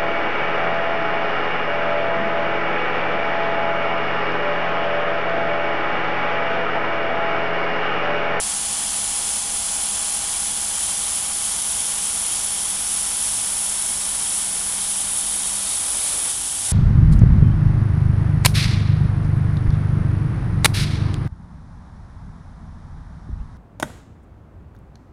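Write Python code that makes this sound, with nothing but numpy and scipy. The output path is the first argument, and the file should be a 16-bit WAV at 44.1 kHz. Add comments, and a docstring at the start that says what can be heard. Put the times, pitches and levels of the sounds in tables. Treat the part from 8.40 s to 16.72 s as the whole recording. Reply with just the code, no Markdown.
"""A laser cutter burns a line through leather, close to a hand-held mono camera.
From the start the nozzle hisses and the burn sizzles over a stepper's hum, a chattering pump
and a droning exhaust fan. The hiss changes colour as the head travels down the rail.
At 7.3 s the gantry brakes with a jolt, then rattles across the strip while air spits at the cut edges.
Near 7.9 s the beam goes off and the sizzle stops; by 8.3 s stepper and beam have set off again."""
import sys
import numpy as np
from scipy.fft import rfft, irfft, next_fast_len
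from scipy.io import wavfile
from scipy.ndimage import map_coordinates

SR = 44100
rng = np.random.default_rng(int(sys.argv[2]) if len(sys.argv) > 2 else 0)


def master(y):
    """Save y as 16-bit WAV."""
    cut = np.clip(np.atleast_2d(y).T, -1, 1)
    pcm = np.round(cut * 32767)  # scale
    wavfile.write(sys.argv[1], SR, pcm.astype(np.int16))


N = 366902
T = np.arange(N) / SR
LONG_CUT_END_S = 7.34  # the head reaches the corner


def air_jet(place, idle):
    """Turbulent hiss, with a breathy whistle in the nozzle; both ease while the beam is off."""
    # hiss colour at the start, middle and end of the rail: f/Hz, relative level/dB
    start_colour = [(1000, -68), (2600, -17), (3000, -10), (3400, -7.5), (3700, -14.5), (4100, -11),
                    (4450, -11.5), (6400, -7.5), (7550, -3.5), (8400, -7), (9500, 0.5), (10000, 2),
                    (10450, -2.5), (11025, -17)]
    middle_colour = [(1000, -45), (2550, -20), (3200, -10), (4200, -17), (4500, -13), (5100, -16),
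                     (5400, -10), (6400, -10), (7800, -6.5), (8600, -8), (9700, -0.5), (10350, 0.0),
                     (10700, -7), (11025, -19)]
    end_colour = [(1000, -37), (2750, -24), (3200, -18), (3750, -14.5), (4050, -18.5), (5050, -15.5),
                  (5300, -18), (5550, -17.5), (7300, -14), (8000, -6.5), (9200, -5.5), (9950, -1),
                  (10400, -7), (11025, -24.5)]
    hiss = sum(np.sqrt(np.clip(1 - abs(place - k), 0, 1)) * noise(colour)  # equal-power crossfade
               for k, colour in enumerate([start_colour, middle_colour, end_colour]))
    hiss_db = -24 - 0.4 * idle
    whistle_db = -33.5 + 0.58 * T - 16 * idle
    whistle = resonance(9970, width_hz=480) * amp(whistle_db + 1.34 * wobble(14))
    flutter_db = 0.5 * wobble(7.3) + 0.19 * wobble(30) + 0.68 * wobble(400)
    return hiss * amp(hiss_db + flutter_db) + whistle


def burn(place, idle, crossing):
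    """Leather boils away under the beam in a fine, uneven sizzle; now and then a fibre pops."""
    # sizzle colour: f/Hz, relative level/dB
    colour = [(150, -44), (450, -2), (600, 1), (1000, 4.5), (1500, 0.5), (1900, -0.5), (2300, 3),
              (2650, -2.5), (5000, -1.5), (12000, -21)]
    sizzle = noise(colour) * amp(-39.5 + 1.34 * wobble(60))
    pops_per_s, low_cut_hz = 14, 2500
    pops = (rng.random(N) < pops_per_s / SR) * rng.uniform(-0.78, 1, N)
    crackle = amp(-14) * filtered(pops, lambda hz: hz ** 2 / (hz ** 2 + low_cut_hz ** 2))
    gain_db = 0.6 - 2.04 * place + 2 * crossing  # sinks along the rail, lifts in the cross cut
    return (1 - idle) * amp(gain_db) * (sizzle + crackle)


def spits():
    """The jet flares as it crosses the edges of the loosened strip."""
    # spits of air: t/s, level/dB, half length/s
    edges = [(7.295, -30, 0.061), (7.685, -29.5, 0.046), (7.906, -27, 0.01), (8.263, -29, 0.015),
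             (8.315, -31, .012)]
    # their colour: f/Hz, relative level/dB
    colour = [(1000, -30), (2800, -10), (3800, -3), (6000, -7), (8000, -1), (12000, -7)]
    flare = sum(amp(db) * swell(at_s, half_s) for at_s, db, half_s in edges)
    return flare * noise(colour) * amp(1.1 * wobble(90))


def hollows():
    """The jet rings hollows of the cabinet as it passes them."""
    # cabinet resonances: f/Hz, width/Hz, level/dB, loudest at t/s, half length/s
    rings = [(5320, 130, -46.5, 4.9, 1.2), (3706, 210, -46, 7.26, 0.56)]
    return sum(amp(db) * swell(at_s, half_s) * resonance(hz, width_hz)
               for hz, width_hz, db, at_s, half_s in rings)


def cabinet(x):
    """Metal walls return the hiss with delays that slide as the head moves."""
    # wall echoes: delay at the start/ms, delay at the end/ms, gain
    walls = [(1.1, 1.7, 0.04), (2.7, 2.1, 0.04), (4.6, 5.3, 0.1), (7.9, 7.1, 0.053)]
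    echoes = np.zeros(N)
    for first_ms, last_ms, gain in walls:
        delay_s = np.linspace(first_ms, last_ms, N) / 1000
        echoes += gain * map_coordinates(x, [(T - delay_s) * SR], order=3)
    return x + echoes


def pump(place):
    """The same chatter comes round with every turn of the shaft; a few orders stand out."""
    # strong shaft orders: multiple, rms level/dB at the start, middle and end of the rail
    strong = [(1, -57, -62, -61), (3, -52, -53, -54), (4, -54, -55, -56), (6, -61, -62, -61),
              (9, -64, -63, -64), (10, -64, -64, -63), (15, -64, -62, -62), (16, -57, -62, -60),
              (19, -67, -66, -65), (40, -52.5, -56.5, -63), (43, -57, -68, -70), (44, -63, -59, -58),
              (45, -63, -60, -64), (47, -46, -51.5, -53), (48, -54.5, -56, -56), (49, -60, -62, -64),
              (54, -57, -58, -62), (55, -55.5, -57.5, -59), (63, -63, -60, -69), (84, -63, -61, -60)]
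    # chatter colour: f/Hz, relative level per order/dB
    colour = [(60, -22), (150, -1.5), (400, -6), (650, -4), (900, 1.5), (1400, -0.5), (2000, -6.5),
              (3000, -24)]
    shaft_hz, turn_samples = 17.21, 4096
    turns = shaft_hz * T + 0.0019 * wobble(2.03)
    orders = np.arange(turn_samples // 2 + 1)
    weak = (orders < turn_samples // 20) & ~np.isin(orders, [row[0] for row in strong])
    phases = np.exp(2j * np.pi * rng.random(len(orders)))
    order_db = level_at(colour, orders * shaft_hz) + 1.7 * rng.standard_normal(len(orders))
    one_turn = irfft(weak * phases * amp(order_db))
    chatter = unit(np.interp(turns % 1, np.arange(turn_samples) / turn_samples, one_turn, period=1))
    tones = sum(amp(np.interp(place, [0, 1, 2], levels)) * np.sin(2 * np.pi * (k * turns + rng.random()))
                for k, *levels in strong)
    return amp(-46) * chatter + np.sqrt(2) * tones


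def stepper():
    """The motor sings at its step rate until the corner, then speeds up into the next line."""
    step = amp(-57.5 + 1.24 * T) * tone(196.2, waver_db=0.8)
    drone = amp(-51.5) * swell(0, half_s=2.2) * tone(208.4, waver_db=0)  # beats with the step and fades
    running = 1 - switch(LONG_CUT_END_S, ramp_s=0.07)
    restart_s, rise_hz_per_s = 8.17, 70
    restart_hz = 100 + rise_hz_per_s * np.maximum(T - restart_s, 0)
    restart = np.sqrt(2) * np.sin(2 * np.pi * np.cumsum(restart_hz) / SR)
    return running * (step + drone) + amp(-50) * switch(restart_s, ramp_s=0.05) * restart


def gantry(crossing):
    """The frame jolts as it brakes and rattles through the short cross cut."""
    # rattle colour: f/Hz, relative level/dB
    colour = [(40, -16), (130, -1), (300, -2), (420, -3), (620, 6), (800, -3), (1200, -8), (2500, -6),
              (5000, -40)]
    shake = amp(-48) * swell(LONG_CUT_END_S, half_s=0.084) + amp(-46) * crossing
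    return shake * noise(colour) * amp(1.9 * wobble(25))


def exhaust():
    """The fan draws air through the bed and its motor hums."""
    # hum at the shaft rate, twice that rate and from the mains: f/Hz, rms level/dB
    hum_tones = [(47.1, -56), (94.5, -62), (100, -58.5)]
    # draught colour: f/Hz, relative level/dB
    colour = [(10, 10), (25, 1.5), (55, 9), (80, 1), (200, 3.5), (400, -2), (650, -3), (1100, 0.5),
              (1900, -1.5), (2800, -1.5), (5000, -24)]
    hum = sum(amp(db) * tone(hz, waver_db=3.5) for hz, db in hum_tones)
    return hum + amp(-44) * noise(colour)


def amp(db):
    return 10 ** (np.asarray(db) / 20)


def unit(x):
    return x / np.sqrt(np.mean(x ** 2) + 1e-20)


def level_at(colour, hz):
    """Reads a curve of f/Hz, level/dB points on a log frequency axis."""
    f, db = np.transpose(colour)
    return np.interp(np.log(hz + 1), np.log(f + 1), db)


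def wobble(rate):
    """A smooth random curve, rate knots a second."""
    grid = np.arange(0, T[-1] * rate + 1, 0.1)
    knots = rng.standard_normal(int(grid[-1]) + 4)
    return np.interp(T * rate, grid, map_coordinates(knots, [grid]))


def filtered(x, response):
    """Shapes x with a gain that depends on frequency."""
    size = next_fast_len(N + 8192)
    return irfft(rfft(x, size) * response(np.fft.rfftfreq(size, 1 / SR)), size)[..., :N]


def noise(colour):
    """Coloured noise of rms 1."""
    return unit(filtered(rng.standard_normal(N), lambda hz: amp(level_at(colour, hz))))


def resonance(centre_hz, width_hz):
    """A narrow band of noise of rms 1."""
    a, b = filtered(rng.standard_normal((2, N)), lambda hz: 1 / (1 + (2 * hz / width_hz) ** 2))
    phase = 2 * np.pi * centre_hz * T
    return unit(a * np.cos(phase) + b * np.sin(phase))


def tone(hz, waver_db):
    """A sine of rms 1 whose level can waver."""
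    return unit(np.sin(2 * np.pi * (hz * T + rng.random())) * amp(waver_db * wobble(4.62)))


def switch(at_s, ramp_s):
    """A ramp from 0 to 1 centred on one moment."""
    return np.clip((T - at_s) / ramp_s + 0.5, 0, 1)


def swell(at_s, half_s):
    """A bell-shaped rise and fall of height 1."""
    return np.exp(-0.5 * ((T - at_s) / half_s) ** 2)


def scene():
    """The head runs down the rail, cuts across the strip, rests its beam and sets off again."""
    # the head's path: t/s, place on the rail (0 start, 1 middle, 2 end)
    travel = [(0, 0), (1.4, 0), (3, 0.72), (4.8, 1.14), (6.4, 1.33)]
    place = np.interp(T, *np.transpose(travel))
    crossing = switch(7.53, ramp_s=0.063) - switch(7.9, ramp_s=0.063)  # 1 during the cross cut
    idle = switch(7.92, ramp_s=0.04) - switch(8.24, ramp_s=0.04)  # 1 while the beam is off
    head = air_jet(place, idle) + burn(place, idle, crossing) + spits() + hollows()
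    mono = cabinet(head) + pump(place) + exhaust() + stepper() + gantry(crossing)
    return np.array([mono, mono])


def record(dry):
    """The camera samples at half rate, so the top of the hiss is mirrored, fading, above its band edge."""
    edge_hz, top_hz, fade_db_per_khz = SR / 4, 12380, -23
    sound = filtered(dry, lambda hz: hz < edge_hz)
    flipped = sound * np.cos(np.pi * np.arange(N))  # turns the spectrum upside down
    mirror = filtered(flipped, lambda hz: amp(fade_db_per_khz * abs(hz - edge_hz) / 1000))
    return filtered(sound + mirror, lambda hz: hz < top_hz)


dry = scene()
out = record(dry)
master(out)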